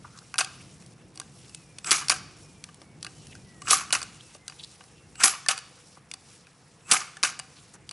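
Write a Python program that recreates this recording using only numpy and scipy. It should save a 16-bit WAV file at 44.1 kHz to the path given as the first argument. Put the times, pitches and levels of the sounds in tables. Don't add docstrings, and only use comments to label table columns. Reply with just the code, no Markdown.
import sys
import numpy as np
from scipy import signal
from scipy.fft import rfft, irfft, next_fast_len
from scipy.io import wavfile
from scipy.ndimage import uniform_filter1d

SR = 44100
rng = np.random.default_rng(int(sys.argv[2]) if len(sys.argv) > 2 else 0)


def unload_wav(signal):
    wavfile.write(
        sys.argv[1],
        SR,
        np.round(np.clip(np.atleast_2d(signal).T, -1, 1) * 32767).astype(np.int16),
    )


N = 349272
TIME = np.arange(N) / SR
SPLIT_HZ = 3000


def undb(db):
    return 10 ** (np.asarray(db) / 20)


def unit(x):
    return x / np.sqrt(np.mean(x ** 2))


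def at_peak_one(x):
    return x / abs(x).max()


def fade(t, t60):
    return np.exp(-np.log(1000) * t / np.maximum(t60, .001))


def onset(t, rise_s):
    return 1 - np.exp(-t / rise_s)


def band(x, lo_hz, hi_hz):
    return signal.sosfilt(signal.butter(2, [lo_hz, hi_hz], "bandpass", fs=SR, output="sos"), x)


def coloured(spectrum):
    hz, db = np.transpose(spectrum)
    size = next_fast_len(N)
    f = np.maximum(np.arange(size // 2 + 1) * SR / size, 1)
    gain = undb(np.interp(np.log(f), np.log(hz), db))
    white = rng.standard_normal(size)
    return unit(irfft(rfft(white) * gain, size)[:N])


def walk(rate):
    hold = int(SR / rate)
    steps = np.repeat(rng.standard_normal(N // hold + 1), hold)
    return uniform_filter1d(uniform_filter1d(steps, hold), hold)[:N]


def halves(x):
    filters = [signal.butter(3, SPLIT_HZ, kind, fs=SR, output="sos") for kind in ("low", "high")]
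    return [unit(signal.sosfilt(sos, x)) for sos in filters]


def patches(noise, edges, gains):
    return sum(band(np.roll(noise, k * SR // 3), edges[k], edges[k + 1]) * g for k, g in enumerate(gains))


def stereo(mid, side, side_db):
    return mid + undb(side_db) * side * np.array([[1], [-1]])


# (time [s], level [dB])
TRAFFIC_LEVEL = [(0, -52.5), (1.65, -54), (2.27, -49.5), (2.65, -54), (3.35, -49), (4.12, -52.5),
                 (4.4, -56.5), (5.3, -56.5), (5.6, -59.5), (6, -59), (7.92, -56)]
# (frequency [Hz], level per Hz [dB])
HUM_COLOUR = [(12, -63), (20, -44), (42, -15), (75, -8), (100, -4.5), (146, 0), (248, -11), (315, -9.5),
              (567, -25), (720, -21), (900, -42.5), (1170, -54), (1980, -120)]


def traffic():
    level_db = np.interp(TIME, *np.transpose(TRAFFIC_LEVEL)) + 1.8 * walk(8)
    return undb(level_db) * stereo(coloured(HUM_COLOUR), coloured(HUM_COLOUR), -18)


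FENCE_T60_S, FENCE_DB, FENCE_SIDE_DB = 0.6, -17, -16


def fences(dry):
    t = np.arange(SR) / SR
    mid, side = rng.standard_normal((2, SR)) * fade(t, FENCE_T60_S) * onset(t, 0.011)
    wet = [band(signal.fftconvolve(dry, h / np.linalg.norm(h))[:N], 500, 6800) for h in (mid, side)]
    return undb(FENCE_DB) * stereo(*wet, FENCE_SIDE_DB)


RUB_DB, RUB_DRIFT_DB_PER_S, RUB_LOW_DB, LOW_SWELL_SHARE = -59.5, -0.54, -61.5, 0.1
SLEEVE_HZ, SLEEVE_WIDTH_HZ, SLEEVE_DB = 5560, 700, -11
# (frequency [Hz], level per Hz [dB])
HISS_COLOUR = [(290, -7), (500, 4), (584, -6.5), (709, -2.5), (872, -2), (1660, -6), (2650, -6), (3220, -9),
               (5610, -8), (10000, -9.5), (11000, -8.5), (14300, -41), (22000, -120)]
# (middle [s], length [s], swell of the rubbing [dB])
SWINGS = [(0.558, 0.31, 5.5), (1.46, 0.26, 4.5), (2.42, 0.17, 5.5), (3.214, 0.38, 5), (4.2, 0.57, 6),
          (4.676, 0.46, 5), (5.852, 0.28, 6.5), (6.324, 0.16, 10), (7.05, .2, 3.5), (7.592, .35, 6)]
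# (start [s], end [s], change [dB])
RESTS = [(0.938, 1.147, -6), (2.855, 3.006, -5), (4.37, 4.461, -8), (5.99, 6.094, -4.5),
         (7.764, 7.87, -4.5)]


def slide(patchy_db=2.34, grain_db=2.0):
    swell_db = sum(db * np.exp(-(2 * (TIME - s) / length) ** 2) for s, length, db in SWINGS)
    high_db = RUB_DB + RUB_DRIFT_DB_PER_S * TIME + swell_db
    low_db = RUB_LOW_DB + LOW_SWELL_SHARE * swell_db
    edges = 400 * 2 ** np.arange(0, 5.3, .65)
    flicker = [undb(patchy_db * walk(45)) for _ in edges[1:]]
    rest_db = sum(db * ((TIME > start) & (TIME < end)) for start, end, db in RESTS)
    rub = undb(grain_db * walk(320) + uniform_filter1d(rest_db, SR // 100))
    parts = []
    for _ in range(2):
        deep, bright = halves(patches(coloured(HISS_COLOUR), edges, flicker))
        white = rng.standard_normal(N)
        sleeve = band(white, SLEEVE_HZ - SLEEVE_WIDTH_HZ / 2, SLEEVE_HZ + SLEEVE_WIDTH_HZ / 2)
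        bright = bright + undb(SLEEVE_DB) * unit(sleeve) * flicker[0]
        parts.append(undb(low_db) * deep + undb(high_db) * bright * rub)
    return stereo(*parts, -15.0)


# (start [s], end [s], start pitch [Hz], end pitch [Hz], level [dB])
WHISTLES = [(1.45, 1.814, 2740, 2240, -64.5), (2.247, 2.696, 2620, 2300, -66.5),
            (2.754, 3.022, 2300, 2200, -66.5), (3.13, 3.27, 3020, 3030, -62),
            (3.194, 3.455, 2850, 2370, -63), (3.414, 3.658, 2005, 1860, -61.5),
            (4.1, 4.357, 2820, 2520, -65), (4.366, 4.5, 2130, 2000, -64), (4.843, 5.087, 2680, 2750, -67.5),
            (5.131, 5.242, 2730, 2920, -53.5), (6.846, 6.908, 2580, 2600, -56)]


def whistles():
    out, waver_hz, flutter = np.zeros(N), 36 * walk(120), undb(4 * walk(60))
    for start, end, start_hz, end_hz, db in WHISTLES:
        span = slice(int(start * SR), int(end * SR))
        hz = np.interp(TIME[span], [start, end], [start_hz, end_hz]) + waver_hz[span]
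        tone = np.sin(2 * np.pi * np.cumsum(hz) / SR)
        out[span] += undb(db) * signal.windows.tukey(len(hz), .5) * flutter[span] * tone
    return out


# (middle [s], half of the whole length [s], centre [Hz], nominal width [Hz], level before the swell [dB])
SCUFFS = [(0.055, 0.023, 1150, 500, -46.5), (0.085, .03, 1260, 597, -58), (0.165, 0.08, 1360, 400, -58),
          (0.175, 0.037, 1210, 300, -56.5), (0.183, 0.033, 5260, 5430, -49.5),
          (0.225, 0.013, 1270, 500, -56), (0.61, 0.013, 2600, 410, -51), (1.451, 0.017, 3000, 2960, -58),
          (3.327, 0.014, 2560, 1200, -49.5), (4.207, 0.013, 3130, 700, -48.5),
          (4.346, 0.017, 6360, 4000, -48.5), (4.603, 0.025, 3600, 1510, -45.5),
          (4.638, 0.016, 4040, 1520, -38), (4.637, 0.018, 8000, 2970, -47), (5.975, 0.017, 1096, 405, -55),
          (7.584, 0.038, 3570, 2540, -53), (7.745, 0.022, 7350, 5000, -50), (7.754, 0.02, 1147, 1235, -51)]


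def scuffs():
    out = np.zeros(N)
    grains = rng.standard_normal(N) * undb(5.5 * walk(360))
    for s, length, hz, width, db in SCUFFS:
        span = slice(int((s - length) * SR), int((s + length) * SR))
        top_hz = hz + width / 2
        sound = unit(band(grains[span], hz ** 2 / top_hz, top_hz))
        out[span] += undb(db) * sound * np.hanning(len(sound))
    return out


# (time [s], peak level [dB], centre [Hz])
THUMPS = [(1.915, -28.5, 318), (2.816, -42.5, 437), (3.711, -28, 334), (4.35, -39.5, 480), (5.24, -28, 330),
          (5.974, -44.5, 440), (6.919, -28, 327), (7.75, -49, 450)]


def thumps(t60=0.048):
    out, t = np.zeros(N), np.arange(4096) / SR
    for s, db, hz in THUMPS:
        sound = band(rng.standard_normal(len(t)) * fade(t, t60), 0.55 * hz, 1.72 * hz)
        out[int(s * SR):][:len(t)] += undb(db) * at_peak_one(sound)
    return out


SLAM_LOW_DB, SCRAPE_LOW_DB, SNAP_LOW_DB = -5, -0.5, -2.1
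TUBE_HZ, TUBE_T60_S, SNAP_TUBE_DB = (10870, 10988), .21, -44
GRIP_DB, GRIP_T60_S = -29, 1
SQUEAL_HZ, SQUEAL_RISE_SHARE = 7850, 0.433
# (frequency [Hz], level per Hz [dB])
RATTLE_COLOUR = [(88, -41.5), (150, -20.5), (334, -13.5), (414, -13), (541, -24), (759, -5.5), (845, -10),
                 (907, -13.5), (1210, 3.5), (1950, -7.5), (2250, -2), (3710, -7.5), (6210, 1.5),
                 (10000, -5.5), (10600, 0.5), (13800, -29), (22000, -120)]


def rattle(grit_db=3, patchy_db=3.5):
    noise = coloured(RATTLE_COLOUR)
    edges = 150 * 2 ** np.arange(0, 6.4, .7)
    noise = patches(noise, edges, [undb(patchy_db * walk(160)) for _ in edges[1:]])
    deep, bright = halves(noise * undb(grit_db * walk(900)))
    out = np.zeros(N)
    buzzes = [(s, db, SLAM_LOW_DB, t60, tube_db) for s, _, _, _, _, _, db, t60, tube_db, *_ in SLAMS]
    buzzes += [(s + stop, db, SNAP_LOW_DB, t60, SNAP_TUBE_DB) for s, _, stop, *_, db, t60 in SNAPS]
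    for s, db, low_db, t60, tube_db in buzzes:
        t = np.maximum(TIME - s, 0)
        late = np.maximum(t - .003, 0)
        buzz = onset(t, 0.0013) * bright + undb(low_db) * onset(late, 0.00057) * deep
        out += undb(db) * fade(t, t60) * buzz
        out += undb(db + GRIP_DB) * fade(t, GRIP_T60_S) * onset(late, 0.015) * deep
        pair = np.sin(2 * np.pi * TUBE_HZ[0] * t) + 0.44 * np.sin(2 * np.pi * TUBE_HZ[1] * t)
        pair = pair * undb(4 * walk(70))
        out += undb(tube_db) * onset(t, 0.0027) * fade(t, TUBE_T60_S) * pair
    squeal = unit(band(rng.standard_normal(N), SQUEAL_HZ - 280, SQUEAL_HZ + 280))
    for s, *_, lead, rise, db, squeal_db in SLAMS:
        under_db = np.where(TIME < s, rise * np.minimum(TIME - s + lead, 0), -np.inf)
        scrape = undb(under_db) * (undb(-1.0) * bright + undb(SCRAPE_LOW_DB) * deep)
        out += undb(db) * (scrape + undb(squeal_db + SQUEAL_RISE_SHARE * under_db) * squeal)
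    return out


TICK_CHATTER_T60_S = .014
# (weight of the low modes [dB], chatter t60 [s], favoured pitch [Hz])
TOUCH, SLAM_REBOUND = (-16.5, 0.0017, 3900), (2, 0.012, 1200)
SNAP_CRACK, SNAP_STOP = (-28, .01, 7000), (-6, .009, 1340)
SNAP_REBOUND, SNAP_SETTLE = (0, .038, 2720), (3, .015, 1500)
SETTLE_S, SETTLE_DB = .0045, -4
# (time [s], level [dB], weight of the low modes [dB], favoured pitch [Hz])
TICKS = [(.341, -22.5, 3.5, 1410), (.357, -30, 2.5, 5550), (.4462, -18.5, -11, 4730), (.597, -43, -6, 2300),
         (.823, -41, -5, 5620), (.862, -38.5, -14, 6390), (.92, -46, -6, 1180), (1.157, -33, -11, 5400),
         (1.175, -25, -11, 5560), (1.199, -18, -9, 4970), (1.215, -36, 2, 1570), (1.495, -34.5, -8, 5660),
         (1.547, -22.5, -30.5, 8000), (1.785, -23.5, -8, 3700), (1.845, -23.5, -1, 2640),
         (1.8711, -23.5, 1, 1520), (2.084, -12.5, -15, 5500), (2.162, -30, 0, 1320), (2.64, -23, -15, 3700),
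         (2.689, -45.5, 9, 2260), (2.744, -35, -20, 9710), (2.817, -35, -4, 1040),
         (3.028, -21.5, -16, 4640), (3.047, -21, -6.5, 4660), (3.066, -24.5, -1, 2300),
         (3.269, -33.5, -31.5, 5620), (3.352, -35.5, -1, 1488), (3.619, -28.5, -1.5, 1070),
         (3.672, -29.5, 8.5, 2820), (3.685, -15.5, -18.5, 8000), (3.906, -22.5, 0.5, 1980),
         (4.017, -19, -3, 4700), (4.029, -17.5, -15, 7870), (4.349, -36, -2.5, 1000),
         (4.48, -18.5, -12, 4640), (4.498, -29.5, -4.5, 4800), (4.522, -41, 4, 1080),
         (4.808, -42.5, 6, 3000), (4.839, -38, -7.5, 6130), (5.155, -36.5, -1.5, 2760),
         (5.203, -24.5, 2, 7930), (5.462, -24.5, -0.5, 1750), (5.578, -18, -8, 4700),
         (5.588, -24, -15, 4680), (6.114, -21, -16, 3410), (6.138, -20.5, -14.5, 4630),
         (6.469, -42.5, 2, 2170), (7.169, -30.5, 0.5, 1780), (7.391, -21.5, -4, 7820),
         (7.397, -19.5, -4, 4700), (7.892, -21, -26, 5040), (7.911, -23.5, -7, 4580)]
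# (delay [s], level relative to the slam [dB], weight of the low modes [dB],
# chatter t60 [s], favoured pitch [Hz])
SLAM_CONTACTS = [(0, -6, -20, 0.0048, 8000), (.0014, -5, -19.5, 0.029, 5500), (.0051, -13, -1, .018, 2300),
                 (0.1003, -33, 5, 0.11, 1200)]
# (time [s], level [dB], first touch this long before [s], its level [dB],
# rebound delay [s], its level [dB], buzz [dB], buzz t60 [s], steel tube ring [dB],
# scrape at full force this long before [s], its rise [dB/s], scrape [dB], squeal relative to scrape [dB])
SLAMS = [(1.9118, 1, 0.0029, 0.5, 0.013, -25.5, -16, 0.27, -24, 0.047, 2004, -34, -1.5),
         (3.707, 2, 0.0031, -8, 0.024, -8.5, -16, 0.27, -18.5, .019, 694, -31, -8.5),
         (5.2353, 3.5, .0058, -17, 0.019, -18, -13.5, 0.21, -14, .027, 1001.5, -31.5, -6.5),
         (6.913, 3.5, 0.0061, -29, .0254, -16, -13, 0.21, -25.5, 0.011, 707, -34, -14)]
# (time [s], crack level [dB], stop delay [s], its level [dB],
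# rebound delay [s], its level [dB], buzz [dB], buzz t60 [s])
SNAPS = [(0.3823, -6, 0.0045, -4.5, 0.024, -13, -22, 0.14),
         (2.0966, -1.5, 0.0031, 0.5, 0.02, -13, -22.5, 0.19),
         (3.9258, -1.5, 0.003, -0.5, 0.024, -13, -23, 0.19),
         (5.4857, -1.5, .0027, -2.5, 0.02, -16, -23.5, 0.19),
         (7.2297, -5, 0.005, -1, .0172, -14, -21.5, .2)]


def contacts():
    rows = [(s, db, low_db, TICK_CHATTER_T60_S, hz) for s, db, low_db, hz in TICKS]
    for s, db, lead, touch_db, after, rebound_db, *_ in SLAMS:
        rows += [(s + lag, db + under_db, *rest) for lag, under_db, *rest in SLAM_CONTACTS]
        rows += [(s - lead, touch_db, *TOUCH), (s + after, rebound_db, *SLAM_REBOUND)]
    for s, db, stop, stop_db, after, rebound_db, *_ in SNAPS:
        rows += [(s, db, *SNAP_CRACK), (s + stop, stop_db, *SNAP_STOP)]
        rows += [(s + after, rebound_db, *SNAP_REBOUND)]
        rows += [(s + after + SETTLE_S, rebound_db + SETTLE_DB, *SNAP_SETTLE)]
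    return rows


HIGH_T60_S = .018
# (frequency [Hz], level [dB], ring t60 before scaling [s])
RIFLE_MODES = [(766.4, -19, 0.38), (1183, -4.5, 0.091), (1488, -6.5, 0.075), (1597, -12.5, 0.25),
               (1765, -13.5, 0.17), (2597, -0.5, 0.09), (2900, -8.5, 0.24), (3460, -9, 0.42),
               (3660, -9.5, 0.22), (3740, -35, 0.14), (4800, -35.5, 0.21), (4810, -2.5, 0.45),
               (4760, -4, 0.42), (4850, -12.5, 0.35), (5344, -15, 0.36), (5725, 1.5, 0.12),
               (6300, -8.5, 0.089), (6360, -22, 0.37), (6330, -15.5, 0.21), (6100, -26.5, 0.1),
               (7550, -18, 0.8), (8400, 2, 0.54), (9800, -30.5, 0.15), (9460, 4, 1), (9600, 1.5, 0.3),
               (10570, -18.5, 0.093)]


def knocks(ring_share=0.26, crack_db=6, scatter_db=3, detune=0.014, favour_db=13, spread=0.11):
    out, t = np.zeros(N + 4096), np.arange(4096) / SR
    hz, db, t60 = np.transpose(RIFLE_MODES)
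    low = hz < SPLIT_HZ
    ring_t60 = np.minimum(ring_share * t60 * (1500 / hz) ** 0.92, np.where(low, 1, HIGH_T60_S))
    decay = fade(t, ring_t60[:, None])
    for s, level_db, low_db, chatter, pitch in contacts():
        mix, shift = rng.standard_normal((2, len(hz)))
        favour = np.exp(-(np.log(hz / pitch) / spread) ** 2)
        gain = undb(db + scatter_db * mix + favour_db * favour)
        mode_hz = hz * (1 + detune * shift)
        rings = gain[:, None] * np.sin(2 * np.pi * mode_hz[:, None] * t) * decay
        blow = rng.standard_normal(len(t)) * fade(t, chatter) * np.minimum(t / 0.00012, 1)
        deep, bright = (signal.fftconvolve(blow, rings[part].sum(0))[:len(t)] for part in (low, ~low))
        crack = band(blow, 1966, np.clip(1.9 * pitch, 6000, 14000))
        bright = at_peak_one(bright) + undb(crack_db) * at_peak_one(crack)
        slap = band(blow, 1100, 2300)
        deep = at_peak_one(deep) + undb(-3.5) * at_peak_one(slap)
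        sound = at_peak_one(bright) + undb(low_db) * at_peak_one(deep)
        i = int(s * SR)
        out[i:i + len(t)] += undb(level_db) * sound
    return signal.sosfilt(signal.butter(4, 620, "high", fs=SR, output="sos"), out[:N])


def scene():
    rifle = scuffs() + thumps() + rattle() + knocks()
    late = np.roll(rifle, 9) - np.roll(rifle, 23)
    near = stereo(rifle, late, -25.5) * undb([[.15], [-.15]])
    return traffic() + fences(rifle) + slide() + whistles() + near


TOP_HZ = 11030


def record(dry):
    steep = signal.firwin(601, TOP_HZ, window=("kaiser", 7), fs=SR)
    rounded = np.tanh(0.8 * dry) / 0.89
    return signal.fftconvolve(rounded, steep[None], "same", axes=1)


dry = scene()
out = record(dry)
unload_wav(out)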